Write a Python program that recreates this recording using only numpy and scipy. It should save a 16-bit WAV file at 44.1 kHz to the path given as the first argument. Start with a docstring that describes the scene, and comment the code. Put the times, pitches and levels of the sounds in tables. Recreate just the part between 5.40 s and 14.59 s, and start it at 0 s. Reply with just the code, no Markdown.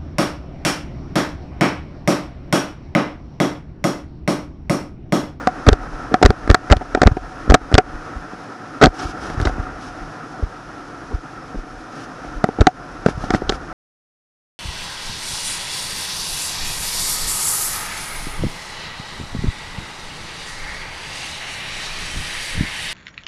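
"""A towed inflatable tube skips over chop, heard from a camera riding on it in a sealed plastic housing.
Each landing presses on the microphone and rattles the camera; knocks ring the modes of tube and housing.
Hands and spray rub the housing in noisy strokes. Behind them, filtered noise makes water rush under
the tube, with a low boat engine hum in it, spray hissing above and buffeting below.
The loud blows overload the preamp."""
import sys
import numpy as np
from scipy import signal
from scipy.fft import rfft, irfft, next_fast_len
from scipy.io import wavfile
from scipy.ndimage import uniform_filter1d, map_coordinates

SR = 44100
rng = np.random.default_rng(int(sys.argv[2]) if len(sys.argv) > 2 else 0)


def amplitude_ratio(level_db):
    """Convert a level in decibels to the matching linear amplitude (field) ratio."""
    exponent = np.asarray(level_db, float) / 20
    return 10 ** exponent


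def log_audio(samples):
    """Write samples as a 16-bit WAV file to the path given in sys.argv[1]."""
    # one column per channel
    frames = np.atleast_2d(samples).T
    # limit to full scale, then quantise
    limited = np.clip(frames, -1, 1)
    pcm = np.round(limited * 32767).astype(np.int16)
    wavfile.write(sys.argv[1], SR, pcm)


N = 405279  # length in samples

# A low boat engine hum at 155 Hz, then the modes of tube and housing.
# Each row: frequency in Hz, nominal width in Hz, relative level in dB.
HUM_AND_MODES = [(155, 10, -2), (295, 75, -.5), (430, 110, -12), (737, 34, -1), (1340, 150, -3.5),
                 (1740, 200, -13), (2420, 160, -24)]
# Landings as pressure dips. Each row: time in seconds, depth in dB, width in ms.
LANDING_DIPS = [(0.2838, 19.5, 3.27), (0.3277, -3, 5.7), (.544, -20, 13), (.855, 35, 3.2), (.901, -5, 3.7),
                (1.107, 9.5, 4.35), (1.3202, 11.5, 4.45), (1.3702, -12, 5.2), (1.6677, 23, 3.73),
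                (1.721, -9, 3.9), (2.1072, 5.5, 6.5), (2.1384, -9, 2.3), (2.3467, 7.5, 3.6),
                (2.5486, -21, 21), (2.772, -18.5, 6.4), (3.4376, -11, 6.7), (3.451, -8, 5.7),
                (3.479, -9.5, 6.2), (3.6603, -16.5, 5.6), (3.982, -14.5, 4.4), (4.0073, -14, 3.9),
                (4.029, -11, 5.1), (4.0718, -10.5, 6), (4.2015, -13.5, 4.7), (4.628, -24, 10.5),
                (5.038, -10, 6.1), (5.749, -12, 6), (6.183, -16.5, 13), (6.974, -18.5, 11),
                (7.2136, 2, 4.5), (7.7326, -25, 17), (7.7805, -14.5, 3.1), (7.9526, -9.5, 2)]
# Spectrum of spray on the housing. Each row: frequency in Hz, gain in dB per Hz.
SPRAY_SPECTRUM = [(1500, -120), (2200, -1), (3000, -5), (4500, -7.5), (5300, -2.5), (6300, -8),
                  (7800, -17.5), (11000, -19)]
TRAVEL_DB = 3.5  # where the diaphragm runs out of travel


def unit(x):
    """Scaled to rms 1."""
    return x / np.sqrt(np.mean(x ** 2) + 1e-20)


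def along(points, hz):
    """Gain of (Hz, dB) points on a log axis."""
    f, db = np.transpose(points)
    return amplitude_ratio(np.interp(np.log(hz + 1), np.log(f + 1), db))


def wobble(rate):
    """A smooth random curve, rate knots a second."""
    knots = rng.standard_normal(int(N * rate / SR) + 4)
    return map_coordinates(knots, [np.arange(N) * rate / SR])


def filtered(x, response):
    """x times a complex response of frequency, padded so that it can ring on."""
    m = next_fast_len(x.shape[-1] + 8192)
    spectrum = rfft(x, m) * response(np.fft.rfftfreq(m, 1 / SR))
    return irfft(spectrum, m)[..., :x.shape[-1]]


def modes(rows):
    """Causal response of (Hz, width in Hz, dB) resonances, alternating in sign."""
    def response(f):
        return sum((-1) ** k * amplitude_ratio(db) * 1j * f * width / (hz * hz - f * f + 1j * f * width)
                   for k, (hz, width, db) in enumerate(rows))
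    return response


def table(*columns):
    """Columns of any matching shape as event rows."""
    return np.reshape(np.broadcast_arrays(*columns), (len(columns), -1)).T


def placed(s, sounds, offsets):
    """Sums the rows of sounds at their times s in seconds, offsets in samples."""
    at = np.round(s * SR).astype(int) + offsets
    return np.bincount(at.ravel(), sounds.ravel(), N)[:N]


def landings():
    """A swell, then a sharp dip; the pressure vent lets the diaphragm rebound and swing out."""
    swell = 0.94  # before the dip, as a share of its depth
    rebound_ms, rebound_db, rebound_top_db = 30, -7, -22.5  # delay, level against the dip, upper limit
    vent_hz, vent_damping = 27, 1.05
    s, depth_db, width_ms = np.transpose(LANDING_DIPS)[:, :, None]
    k = np.arange(-2048, 2048)
    u = k / SR * 1000 / width_ms  # time in dip widths
    shape = swell * np.exp(-2.5 * (u + 1.126) ** 2) - np.exp(-2.8 * u ** 2)
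    # the tube settles with a second, small dip
    second_db = np.minimum(depth_db + rebound_db, rebound_top_db)
    rebound = amplitude_ratio(second_db) * np.exp(-1.5 * (u - rebound_ms / width_ms) ** 2)
    push = placed(s, amplitude_ratio(depth_db) * shape - rebound, k)
    travel = amplitude_ratio(TRAVEL_DB)
    push = travel * np.tanh(push / travel)
    return filtered(push, lambda f: -f * f / (vent_hz ** 2 - f * f + 1j * f * vent_hz * vent_damping))


def rattles(count=3):
    """Each landing rattles the camera in its mount: knock rows, louder and harder for deeper landings."""
    from_ms, to_ms = -21, 9.4  # span of the ticks around the dip
    s, depth_db, width_ms = np.transpose(LANDING_DIPS)[:, :, None]
    shake_db = np.minimum(depth_db, TRAVEL_DB)
    tick = np.arange(count)
    when, softer, aim = rng.random((len(s), 3, count)).transpose(1, 0, 2)
    at = s + (from_ms + (to_ms - from_ms) * (tick + when) / count) / 1000
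    # each rattle starts dull and builds up
    strength_db = shake_db - 21.5 + 4.5 * tick - 6 * softer
    hardness = 0.23 + 0.1138 * shake_db + 0.072 * tick
    contact_ms = 0.68 * width_ms
    return table(at, strength_db, contact_ms, .16 + 0.206 * aim, hardness)


def knocks():
    """Each contact is a first blow and a chatter of ticks that ring tube, wall, wet vinyl and a crack."""
    # Knocks and smacks. Each row: start in seconds, strength in dB, contact in ms,
    # aim from 0 (tube) to 1 (housing wall), hardness from 0 to 1.
    knock_rows = [(.0722, -2, 3.8, 0.68, 0.56), (.2661, -16, 7.6, .25, 0.7), (.2865, 6.5, 4.6, .05, 0.61),
                  (.33, -18, 4.5, 0.45, 0.82), (.713, -16, 27, 0.17, 0.15), (.7415, -5.5, 4.6, .55, 0.62),
                  (.816, -15.5, 0.95, 0.51, 0.47), (.827, -1, 7.6, 0.56, 0.62), (.854, -17, 4.7, .7, 1),
                  (.8593, -4, 4.4, 0.15, 0.66), (.905, -13, 2.9, .45, 0.75),
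                  (1.0766, -17.5, 3.1, 0.13, 0.65), (1.1, -7, 7.8, .15, .65), (1.145, -1, 5, 0.67, 0.7),
                  (1.3008, -15.5, 4.4, .1, 0.66), (1.317, -7.5, 4.1, .3, 0.73), (1.3247, -2, 9, 0.51, 0.57),
                  (1.368, -30, 2.2, .35, 0.98), (1.41, -18, 18, 0.6, 0.42), (1.549, -10.5, 4.4, 0.41, 0.67),
                  (1.574, -16, 2.6, 0.48, 0.4), (1.617, -5, 4.8, 0.59, 0.67), (1.632, -6, 6.6, 0.38, 0.56),
                  (1.671, -6.5, 6.2, .05, 0.67), (1.769, -16, 4.5, 0.52, 0.39), (2.078, -16, 2, .15, 0.06),
                  (2.1002, -12.5, 7.4, 0.18, 0.74), (2.121, -5, 2.3, 0.42, 0.46),
                  (2.142, 3, 7.6, .35, 0.69), (2.316, -18, 5, .15, 0.55), (2.342, -15.5, 4.9, .05, 0.9),
                  (2.38, -0.5, 5.8, 0.53, 0.65), (2.934, -22, 0.44, .2, 0.02),
                  (3.4141, -8.5, 27, 0.48, 0.65), (3.426, -1.5, 10, 0.47, 0.53),
                  (3.437, -1, 7.7, 0.39, 0.68), (3.451, -7.5, 3.1, 0.34, 0.63), (3.458, -14, 3, 0.47, 0.88),
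                  (3.467, -9.5, 6, 0.31, 0.54), (3.9, -27.5, 5, .4, 0.8), (4.0, -21.5, 3, 0.19, 0.7),
                  (4.015, -29, 0.4, 0.44, 1), (4.052, -20, 10, 0.33, 0.83), (4.072, -17, 3.6, 0.52, 0.71),
                  (4.096, -20, 0.97, 0.41, .45), (4.182, -16.5, 1.6, 0.22, 0), (4.995, -27.5, 16, .1, .15),
                  (5.025, -20.5, 5.3, .1, 0), (5.707, -24, 28, .1, 0.22), (6.145, -23.5, 19, .1, 0.24),
                  (6.848, -27, 2, .5, .45), (7.041, -8.5, 4.1, 0.39, 0.62), (7.089, -12, 0.62, 0.42, 0.36),
                  (7.187, -10.5, 1.5, 0.38, 0.08), (7.209, -15.5, 8, .05, 0.78),
                  (7.269, 0, 3.96, 0.52, 0.59), (7.662, -8.5, 4.9, .05, 0.61), (7.685, -18, 4.4, 0.21, 0.5),
                  (7.839, -19.5, 2.6, 0.14, 0.36), (7.868, -24, 4, .2, 0.1),
                  (7.905, -15.5, 4.8, 0.56, 0.77), (7.938, -17.5, 4, .5, 0.72),
                  (7.947, -14, 2.6, .45, 0.67), (8.02, -18.5, 5.7, .15, 0.4), (8.094, -18, 6.4, .5, 0.96),
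                  (8.099, -16.5, 2, 0.37, 0.55), (8.123, -19, 1.2, 0.56, 0.69)]
    # Resonances of the crack. Each row: frequency in Hz, width in Hz, level in dB.
    crack_modes = [(3060, 2730, 19.5), (4040, 2490, 21.5), (6520, 3500, -34.5)]
    missed_db = 30  # the part that a knock misses altogether rings this much weaker
    clack_span_db, crack_span_db = 51, 76  # per unit of hardness
    clack_tops = .68  # harder than this only the crack grows
    upper_span_db = 15.5  # soft knocks favour the lower tube mode
    slap_hz, slap_width_hz = 640, 300  # the dull slap of wet vinyl
    damped = [1.7, 1.2, 0.89, 3.4, 2.7]  # widths under a blow, against the nominal ones

    s, strength_db, contact_ms, aim, hardness = np.vstack([knock_rows, rattles()]).T[:, :, None]
    tube_db = strength_db - missed_db * np.maximum(2 * aim - 1, 0)
    wall_db = strength_db - 2 - missed_db * np.maximum(1 - 2 * aim, 0)
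    clack_db = strength_db + clack_span_db * (np.minimum(hardness, clack_tops) - .5)
    crack_db = 1.594 * strength_db + crack_span_db * (hardness - .5) - 7.5
    slap_db = np.minimum(tube_db, clack_db) + 7.5

    ms = np.arange(4096) / SR * 1000
    ticks = rng.standard_normal((len(s), len(ms)))
    chatter = .2 * ticks * abs(ticks) * np.exp(-(ms / contact_ms) ** 4)
    first_blow = -np.exp(-ms / .09)
    droplets = 0.016 * ticks ** 3 * np.exp(-ms / 9)  # patter on after a short contact
    blows = chatter + first_blow + droplets

    def soft(hz, width):
        """One mode struck through a yielding contact, which dulls it above the mode."""
        return lambda f: modes([(hz, width, 0)])(f) / (1 + 1j * f / (1.69 * hz)) ** 3

    # the 155 Hz engine hum sounds only in the rush; the five lowest modes are struck
    rings = [filtered(blows, soft(hz, width * d)) for (hz, width, _), d in zip(HUM_AND_MODES[1:], damped)]
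    rings.append(filtered(blows, soft(slap_hz, slap_width_hz)))
    rings.append(filtered(blows * (.05 + np.exp(-ms / contact_ms)), modes(crack_modes)))
    # the balance within tube and clack varies from knock to knock
    tube_spread_db, clack_spread_db = 2.5 * rng.standard_normal((len(s), 2)).T[:, :, None]
    lower_db = tube_db - tube_spread_db
    upper_db = tube_db + tube_spread_db + 3.5 + upper_span_db * np.minimum(hardness - .5, 0)
    high_clack_db = clack_db + clack_spread_db - 15
    levels_db = [lower_db, upper_db, wall_db, clack_db, high_clack_db, slap_db, crack_db]
    # each ring is brought to peak 1 before its level
    sound = sum(amplitude_ratio(db) * ring / abs(ring).max(axis=1, keepdims=True)
                for db, ring in zip(levels_db, rings))
    return placed(s, sound, np.arange(len(ms)))


def rubs():
    """Each stroke swells, scrapes unevenly and stops; it also stirs the modes of tube and housing."""
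    # Hands and spray sliding over the housing. Each row: start in seconds, end in seconds, level in dB.
    rub_strokes = [(3.517, 3.734, -35.5), (3.732, 3.96, -41), (3.96, 4.124, -42), (4.374, 4.521, -44.5),
                   (6.503, 6.672, -44.5), (7.648, 7.734, -37), (7.756, 7.905, -43), (7.897, 7.997, -37),
                   (8.074, 8.184, -40)]
    rise, stop_s = .4, .03  # rise as a share of the stroke, fall in seconds
    t = np.arange(N) / SR
    stroke = np.zeros(N)
    for start, end, db in rub_strokes:
        swelling = (t - start) / (rise * (end - start))
        stopping = (end - t) / stop_s
        stroke += amplitude_ratio(db) * np.clip(np.minimum(swelling, stopping), 0, 1)
    grit = rng.standard_normal(N) * amplitude_ratio(2.2 * wobble(70) + .7 * wobble(18))
    scrape = unit(filtered(grit, lambda hz: along(SPRAY_SPECTRUM, hz)))
    stirred = unit(filtered(grit, modes(HUM_AND_MODES[1:])))
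    return stroke * (scrape + amplitude_ratio(8.0) * stirred)


def water():
    """Uneven noise rings the modes and forms the engine hum over a broad wash, with spray and buffeting."""
    # Flow under the tube. Each row: time in seconds, rush level in dB, buffeting level in dB.
    flow_levels = [(0, -30.5, -33), (1.9, -33.5, -33.5), (2.599, -33, -35), (3.2, -36, -58),
                   (3.6, -31.5, -43), (4.1, -30, -25.5), (4.5, -33.5, -45), (5.4, -36, -47),
                   (6.3, -37, -48.5), (6.9, -33.5, -41), (7.5, -36, -42), (7.8, -32.5, -25),
                   (8.3, -32.5, -32.5)]
    # Spectra of wash and buffeting. Each row: frequency in Hz, gain in dB per Hz.
    wash_spectrum = [(60, -120), (100, -3), (250, -11), (500, -10.5), (1000, -11.5), (1600, -11.5),
                     (2600, -43.5), (3500, -120)]
    buffet_spectrum = [(12, -120), (22, -4), (36, 0), (70, -8), (120, -17), (200, -120)]
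    s, *columns = np.transpose(flow_levels)
    rush_db, buffet_db = [np.interp(np.arange(N) / SR, s, column) for column in columns]
    # four noises, for hum and modes, wash, spray and buffeting, each wavering in level by its own dB
    noise = rng.standard_normal((4, N))
    wavering = np.array([wobble(rate) for rate in (25, 30, 25, 12)])
    noise *= amplitude_ratio([[1.5], [1.5], [.6], [3.5]] * wavering)

    def hollow(f):
        """The hum and the modes as resonances, each broadened and passed twice."""
        return sum(amplitude_ratio(db) * modes([(hz, 1.5 * width, 0)])(f) ** 2 for hz, width, db in HUM_AND_MODES)

    hum_and_ringing = unit(filtered(noise[0], hollow))
    wash = unit(filtered(noise[1], lambda hz: along(wash_spectrum, hz)))
    spray = unit(filtered(noise[2], lambda hz: along(SPRAY_SPECTRUM, hz)))
    buffeting = unit(filtered(noise[3], lambda hz: along(buffet_spectrum, hz)))
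    rush = amplitude_ratio(rush_db) * (hum_and_ringing + amplitude_ratio(-1.5) * wash)
    hiss = amplitude_ratio(0.48 * rush_db - 32.0) * spray  # follows the rush at about half its dB
    return rush + hiss + amplitude_ratio(buffet_db) * buffeting


def scene():
    """Everything is summed at one microphone inside the housing."""
    return (landings() + knocks() + rubs() + water())[None]


def top_cut(x):
    """Nothing passes above the cut-off."""
    return signal.sosfilt(signal.butter(12, 16120, fs=SR, output="sos"), x)


def record(dry):
    """Gain control ducks after blows, the preamp clips, the band narrows, the sound stops short."""
    top_hz, blow_top_hz = 11400, 8600  # upper limit always; lower edge of the band that drops out
    stop_s = 8.329
    hold = np.exp(-1 / (.055 * SR))  # 55 ms
    load = signal.lfilter([1 - hold], [1, -hold], np.minimum(abs(dry), 1))
    ducked = dry / (1 + load / .07)
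    # the blows themselves are too quick for the gain control
    loud = np.clip(uniform_filter1d(abs(dry), size=441) / .15, 0, 1)
    x = loud * dry + (1 - loud) * ducked
    x = x / (1 + abs(x / .96) ** 10) ** (1 / 10)  # preamp overload
    x = filtered(x, lambda hz: 1 / (1 + (hz / top_hz) ** 60))
    # the topmost band mostly drops out while it is strong, as in blows
    air = filtered(x, lambda hz: 1 / (1 + (blow_top_hz / (hz + 1)) ** 60))
    strong = 1. * (uniform_filter1d(abs(air), size=600) > .002)
    busy = uniform_filter1d(strong, size=200)
    x = np.clip(1.015 * (x - .88 * busy * air), -1, 1)
    return top_cut(x * (np.arange(N) < stop_s * SR))


dry = scene()
out = record(dry)
log_audio(out)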